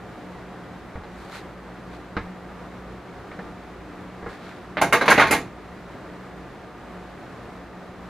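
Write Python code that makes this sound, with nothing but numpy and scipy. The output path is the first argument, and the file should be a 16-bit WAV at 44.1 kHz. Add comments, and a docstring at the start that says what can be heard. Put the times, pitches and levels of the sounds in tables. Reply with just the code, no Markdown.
"""A small kitchen, heard in stereo from beside the stove: an appliance hums and blows throughout.
Someone moves about: dull knocks are short wooden rings with a low thud, rustles are swelling, grainy noise.
Then a steel wire rack is picked up and clatters against the metal under it for under a second.
Each blow is a noisy clack plus ringing modes and dense fading noise, repeated by quick small bounces."""
import sys
import numpy as np
from scipy import signal
from scipy.fft import rfft, irfft, next_fast_len
from scipy.io import wavfile
from scipy.ndimage import uniform_filter1d

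SR = 44100
rng = np.random.default_rng(int(sys.argv[2]) if len(sys.argv) > 2 else 0)


def int16_out(signal):
    """Quantize to a 16-bit WAV file."""
    q = np.round(np.clip(np.atleast_2d(signal).T, -1, 1) * 32767)
    wavfile.write(sys.argv[1], SR, q.astype(np.int16))


N = 356752

# tone colour of the appliance's blowing air: (frequency [Hz], relative level [dB])
AIR_COLOUR = [(15, -16), (38, -9), (80, -1), (150, -1), (250, 0), (450, -1.5), (800, -5), (1300, -7.5),
              (1900, -11.5), (3000, -22.5), (4000, -25), (5500, -32), (7000, -34.5), (10000, -40.5),
              (14000, -45), (15500, -47)]
# steady motor tones: (frequency [Hz], level [dB])
MOTOR_TONES = [(58.5, -56.5), (182.5, -51)]
# appliance hum and duct resonances: (frequency [Hz], width [Hz], level [dB])
HUM_RESONANCES = [(58.1, 6.2, -53), (121.7, 9.2, -55.5), (180.4, 11.7, -51), (296.3, 6, -56.5),
                  (357, 62, -55.5), (725, 24, -55.5), (1197, 36, -59)]

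# dull knocks on cupboard and floor:
# (time [s], wood level before tone shaping [dB], treble boost [dB], thud level [dB])
KNOCKS = [(0.955, -37, -6, -30.5), (1.036, -46.5, 10, -58), (2.167, -25.5, 2, -26.5),
          (3.315, -40.5, 6, -44), (3.390, -36, -3, -46), (4.227, -39.5, -14, -40), (4.261, -32.5, -12, -50)]
# dull wooden crack of a knock: (frequency [Hz], relative level [dB])
WOOD_COLOUR = [(30, -5), (190, 0.5), (320, 0.5), (460, 0.5), (570, 0.5), (1300, -1), (2080, -3.5),
               (2700, -17), (4200, -22.5), (7000, -46), (14000, -60)]
# what the cupboard rings with: (frequency [Hz], relative level [dB], time to fade by 60 dB [s])
WOOD_MODES = [(189, 4.5, 0.11), (464, 4, 0.12), (820, -5, 0.098), (1400, -13, .16), (1670, -3.5, 0.23),
              (2140, -16, 0.23), (2200, -28, 0.21)]
# low thud of floor and counter: (frequency [Hz], relative level [dB], time to fade by 60 dB [s])
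THUD_MODES = [(34, -7, .38), (80, -1.5, .28), (103, -9, .3)]

# rustles of clothing: (time of the height [s], level before swell, grain and tone shaping [dB],
# swell and fade time [s], treble boost [dB])
RUSTLES = [(1.23, -53.5, .09, 3.5), (1.357, -40, 0.05, 0), (1.945, -49, .03, -4), (4.325, -46, 0.049, -3.5),
           (4.48, -48, 0.097, -5)]
# tone colour of rubbing cloth: (frequency [Hz], relative level [dB])
CLOTH_COLOUR = [(300, -26), (900, 0), (1450, 3), (2200, 0), (3000, -7.5), (4200, -5), (5500, -15.5),
                (7000, -16), (10000, -22.5), (12500, -25), (15500, -36)]

# blows on the rack: (time [s], level relative to other blows before tone shaping [dB],
# bass boost [dB], hard metal treble boost [dB], register that the struck spot favours [Hz])
BLOWS = [(4.770, -22, 4.5, -25, 540), (4.814, -14, 6, 0, 900), (4.9253, -11.5, -8, -1.5, 2480),
         (4.938, -15, 2.5, -12, 1680), (5.011, -16.5, -0.5, -18, 1610), (5.080, -10, 1, -16, 1060),
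         (5.101, -10.5, -4, 0, 1530), (5.118, -12.5, 1, -9, 2020), (5.178, -10, -3, -17, 790),
         (5.196, -11, -6, -10, 1150), (5.213, -11, -11.5, -17, 1080), (5.309, -15.5, 3, 6, 830),
         (5.328, -15, -12, -6.5, 1720)]
# what the rack's frame rings with: (frequency [Hz], relative level [dB], time to fade by 60 dB [s])
FRAME_MODES = [(218.6, 1, 0.21), (296.4, 2, 0.3), (440, 2, 0.21), (480, 0.5, 0.21), (681, 4, 0.26),
               (744, 1.5, 0.17), (809, 4.5, 0.25), (886, 2.5, 0.25), (983, -4, 0.17), (1086, 4.5, 0.22),
               (1186, 3, 0.24), (1233, 0.5, 0.18), (1495, 2.5, 0.21), (1572, 3, 0.25), (1600, 8, 0.12),
               (1680, -1, 0.17), (1882, 1, 0.21), (2113, 4, 0.18), (2150, 4, 0.1), (2470, -14, .3),
               (2920, -14, 0.28), (3820, -16, 0.3), (4020, -17, 0.2), (4460, -13, 0.29)]
# the many overlapping wire modes and the kitchen's echo: (frequency [Hz], relative level [dB])
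CLANG_COLOUR = [(30, -25), (110, -10), (200, -5), (600, 5), (1500, 1.5), (2250, 1), (3100, -13.5),
                (4000, -12.5), (5300, -20), (6500, -13), (7800, -22), (10300, -13), (11000, -18.5),
                (13800, -22), (15500, -38)]
# how long that wash rings: (frequency [Hz], time to fade by 60 dB [s])
CLANG_FADE = [(150, 0.73), (600, 0.2), (2000, 0.22), (5000, 0.26), (12000, 0.065)]

# stereo width of the hits, narrow in the bass, wide in the treble:
# (frequency [Hz], side level minus middle level [dB])
HIT_WIDTH = [(40, -42), (130, -51), (700, -22), (1400, -25), (2000, -25), (2700, -8), (4000, -10.5),
             (5400, -4), (8000, -3.5), (10500, -0.5), (14000, 6)]
# stereo width of the air and cloth, narrower in the bass, wide in the treble:
# (frequency [Hz], side level minus middle level [dB])
SOFT_WIDTH = [(45, -32), (100, -16), (200, -12), (400, -11), (750, -13.5), (1300, -16.5), (1900, -16),
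              (2700, -7), (5400, -4.5), (14000, 0)]

RING = int(.7 * SR)  # longest ring or rub, in samples
RUSTLE_LEAD_S = .25  # each rub starts this long before its height
TOP_HZ = 15500  # the treble is cut above this

# light rattle of loose wires while the rack is moving; levels relative to the blows
RATTLE_FROM_S, RATTLE_TO_S = 4.96, 5.29
RATTLE_DB, RATTLE_SCATTER_DB = -24.5, 2
RATTLE_BASS_DB, RATTLE_EDGE_DB, RATTLE_HZ = -5, -6.5, 4200


def undb(db):
    """Turn decibels into a plain multiplier."""
    return 10 ** (np.asarray(db) / 20)


def at_hz(points, hz):
    """Read a curve of (frequency, value) points, spacing frequencies by pitch."""
    point_hz, value = np.transpose(points)
    return np.interp(np.log(np.maximum(hz, 1)), np.log(point_hz), value)


def colour(x, points):
    """Filter x to the gains of (Hz, dB) points without any sound starting early."""
    size = next_fast_len(x.shape[-1] // 2 + 2048, True) * 2
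    gain = undb(at_hz(points, np.fft.rfftfreq(size, 1 / SR)))
    # folding the log gain's transform makes the filter answer only after its input
    cepstrum = irfft(np.log(gain))
    cepstrum[1:size // 2] *= 2
    cepstrum[size // 2 + 1:] = 0
    response = np.exp(rfft(cepstrum))
    return irfft(rfft(x, size) * response)[..., :x.shape[-1]]


def unit(x, count=None):
    """Scale to an average strength (rms) of 1 over the first count samples."""
    return x / np.sqrt(np.mean(x[..., :count] ** 2, axis=-1, keepdims=True))


def add(out, s, x):
    """Mix x into out from time s."""
    i = max(int(s * SR), 0)
    out[:, i:i + x.shape[-1]] += x[:, :N - i]


def stereo(pair, width_db, pan_db=0):
    """Two unrelated signals become left and right: more alike in the bass, wide in the treble."""
    mid, side = pair[0], colour(pair[1], width_db)
    left = (mid + side) * undb(pan_db / 2)
    right = (mid - side) * undb(-pan_db / 2)
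    return np.array([left, right])


def contact(x, edge_db, edge_from_hz=2700, edge_full_hz=8000, bass_db=0):
    """A heavy contact brings out the low body, a hard one the treble."""
    edge_from_hz = max(edge_from_hz, 1201)
    return colour(x, [(70, 0), (300, bass_db), (1200, 0), (edge_from_hz, 0), (edge_full_hz, edge_db)])


def wash(spectrum, t60s):
    """Ringing modes too dense to tell apart: noise whose bands each die at their own pace."""
    t, f = np.arange(RING) / SR, np.fft.rfftfreq(RING, 1 / SR)
    noise = rfft(rng.standard_normal((2, RING)))
    centres = np.array(t60s)[:, 0]
    out = 0
    # each share is 1 at its own band and 0 at the others, so neighbours crossfade
    for (_, t60), share in zip(t60s, np.eye(len(t60s))):
        band = at_hz(np.c_[centres, share], f)
        fade = np.exp(-np.log(1000) * t / t60)
        out = out + irfft(noise * band, RING) * fade
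    return unit(colour(out, spectrum), count=1000)


def ringing(hz, t60):
    """One dying vibration for each mode, losing 60 dB in t60 seconds."""
    turn_and_fade = 2j * np.pi * hz - np.log(1000) / t60
    return np.exp(np.outer(turn_and_fade, np.arange(RING) / SR)).astype(np.complex64)


def strike(rings, db, scatter_db):
    """Set modes going over a millisecond of contact; their strengths depend on where the thing is hit."""
    shape = (2, len(rings))
    gain = undb(db + scatter_db * rng.standard_normal(shape))
    gain = gain * np.exp(2j * np.pi * rng.random(shape))
    push = np.sin(np.pi / 2 * np.minimum(np.arange(RING) / (.001 * SR), 1)) ** 2
    return unit(push * (gain.astype(np.complex64) @ rings).imag, count=1000)


def chatter(length_s, bounce_db, count=4):
    """A blow and the quick uneven bounces that follow it, weaker as they go."""
    force = np.zeros(RING)
    force[0] = 1
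    when = (np.arange(count) + rng.random(count)) / count
    place = (1 + when * length_s * SR).astype(int)
    force[place] += undb(bounce_db) * (1 - when / 2) * rng.choice([-1, 1], count)
    return force / np.linalg.norm(force)


def bounced(x, length_s, bounce_db):
    """Repeat a ring with every bounce of its blow."""
    return signal.fftconvolve(x, chatter(length_s, bounce_db)[None], axes=1)[:, :RING]


def appliance(air_db=-41.24, waver_db=0.57):
    """Gently wavering fan noise with steady motor tones and noise narrowed by hum and duct resonances."""
    f, t = np.fft.rfftfreq(N, 1 / SR), np.arange(N) / SR
    # keeping only the slowest few hertz of noise makes a slow waver
    waver = unit(irfft(rfft(rng.standard_normal(N)) * np.exp(-f / 4), N))
    air = unit(colour(rng.standard_normal((2, N)), AIR_COLOUR))
    air = undb(air_db + waver_db * waver) * air
    hum = np.zeros(N)
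    for hz, db in MOTOR_TONES:
        hum += undb(db) * unit(np.sin(2 * np.pi * (hz * t + rng.random())))
    for hz, width, db in HUM_RESONANCES:
        resonance = 1 / (1 + (2 * (f - hz) / width) ** 2)
        hum += undb(db) * unit(irfft(rfft(rng.standard_normal(N)) * resonance, N))
    return stereo(air, SOFT_WIDTH, pan_db=-0.14) + hum


def knocks(room_db=-10, ring_db=-3, bass_db=2.5, settle_s=.012, bounce_db=-11.5):
    """Short wooden knocks that settle in a few bounces, with a low thud and a little of the room."""
    out = np.zeros((2, N))
    hz, mode_db, t60 = np.transpose(WOOD_MODES)
    panel = ringing(hz, t60)
    thud_hz, thud_mode_db, thud_t60 = np.transpose(THUD_MODES)
    thud = undb(thud_mode_db) @ ringing(thud_hz, thud_t60).imag
    for s, db, edge_db, thud_db in KNOCKS:
        wood = wash(WOOD_COLOUR, [(200, 0.11), (3000, 0.17)])  # (Hz, s to fade by 60 dB)
        wood += undb(ring_db) * strike(panel, mode_db, scatter_db=2.0)
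        wood += undb(room_db) * wash(WOOD_COLOUR, CLANG_FADE)
        wood = unit(bounced(wood, settle_s, bounce_db), count=1000)
        wood = contact(wood, edge_db, edge_from_hz=1300, edge_full_hz=4500, bass_db=bass_db)
        add(out, s, undb(db) * wood + undb(thud_db) * thud)
    return stereo(out, HIT_WIDTH, pan_db=-0.6)


def rustles(grain_db=2):
    """Soft rubbing noise that swells and fades, grainy from catching fibres."""
    out = np.zeros((2, N))
    lag = np.arange(RING) / SR - RUSTLE_LEAD_S
    for s, db, swell_s, edge_db in RUSTLES:
        swell = np.exp(-(lag / swell_s) ** 2)
        # smoothed noise moves the level up and down from moment to moment
        grain = undb(grain_db * unit(uniform_filter1d(rng.standard_normal(RING), size=150)))
        rub = unit(colour(rng.standard_normal((2, RING)), CLOTH_COLOUR))
        add(out, s - RUSTLE_LEAD_S, undb(db) * swell * grain * contact(rub, edge_db))
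    return stereo(out, SOFT_WIDTH)


def rattle(count=6):
    """Light contacts of loose wires at uneven moments, as rows like those of the blows."""
    when, strength = rng.random((count, 2)).T
    times = RATTLE_FROM_S + (RATTLE_TO_S - RATTLE_FROM_S) * (np.arange(count) + when) / count
    levels = RATTLE_DB + RATTLE_SCATTER_DB * (2 * strength - 1)
    return [(s, db, RATTLE_BASS_DB, RATTLE_EDGE_DB, RATTLE_HZ) for s, db in zip(times, levels)]


def rack(ring_db=-3.0, jingle_db=-13, jingle_t60=0.18, bounce_db=-8, tick_db=8.5, tick_s=0.0018,
         tick_edge_db=-14, spot_db=3.5, spread_s=0.0019, count=220):
    """Each blow clacks, bounces and sets the frame, the thin wires and the room ringing."""
    out, t = np.zeros((2, N)), np.arange(RING) / SR
    hz, mode_db, t60 = np.transpose(FRAME_MODES)
    frame = ringing(hz, t60)
    wire_hz = 2600 + 11800 * (np.arange(count) + rng.random(count)) / count
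    wires = ringing(wire_hz, jingle_t60)
    # the wash and jingle build up over a few milliseconds as the blow spreads through the wires
    spread = 1 - np.exp(-t / spread_s)
    for s, db, bass_db, edge_db, spot_hz in BLOWS + rattle():
        tick = unit(colour(rng.standard_normal((2, RING)), CLANG_COLOUR)) * np.exp(-t / tick_s)
        jingle = strike(wires, at_hz(CLANG_COLOUR, wire_hz), scatter_db=0.0)
        body = spread * (wash(CLANG_COLOUR, CLANG_FADE) + undb(jingle_db) * jingle)
        body += undb(ring_db) * strike(frame, mode_db, scatter_db=1.5)
        body += undb(tick_db) * contact(tick, tick_edge_db)
        # the struck spot favours sound within half an octave of its register
        body = colour(body, [(spot_hz / np.sqrt(2), 0), (spot_hz, spot_db), (spot_hz * np.sqrt(2), 0)])
        # a firm blow bounces briefly (8 ms at -10 dB); the time doubles for every 10 dB lighter
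        chatter_s = .008 * 2 ** ((-10 - db) / 10)
        struck = unit(bounced(body, chatter_s, bounce_db), count=2000)
        struck = contact(struck, edge_db, edge_from_hz=3770, edge_full_hz=8000, bass_db=bass_db)
        add(out, s, undb(db) * struck)
    return undb(-3.5) * stereo(out, HIT_WIDTH, pan_db=-1.2)


def scene():
    """The kitchen: appliance, knocks, rustles and rack together."""
    return appliance() + knocks() + rustles() + rack()


def record(dry):
    """Round off peaks near full scale, then cut the top of the treble steeply."""
    rounded = dry / (1 + dry ** 6) ** (1 / 6)
    treble_cut = signal.ellip(10, .2, 80, TOP_HZ, fs=SR, output="sos")
    return signal.sosfilt(treble_cut, rounded)


dry = scene()
out = record(dry)
int16_out(out)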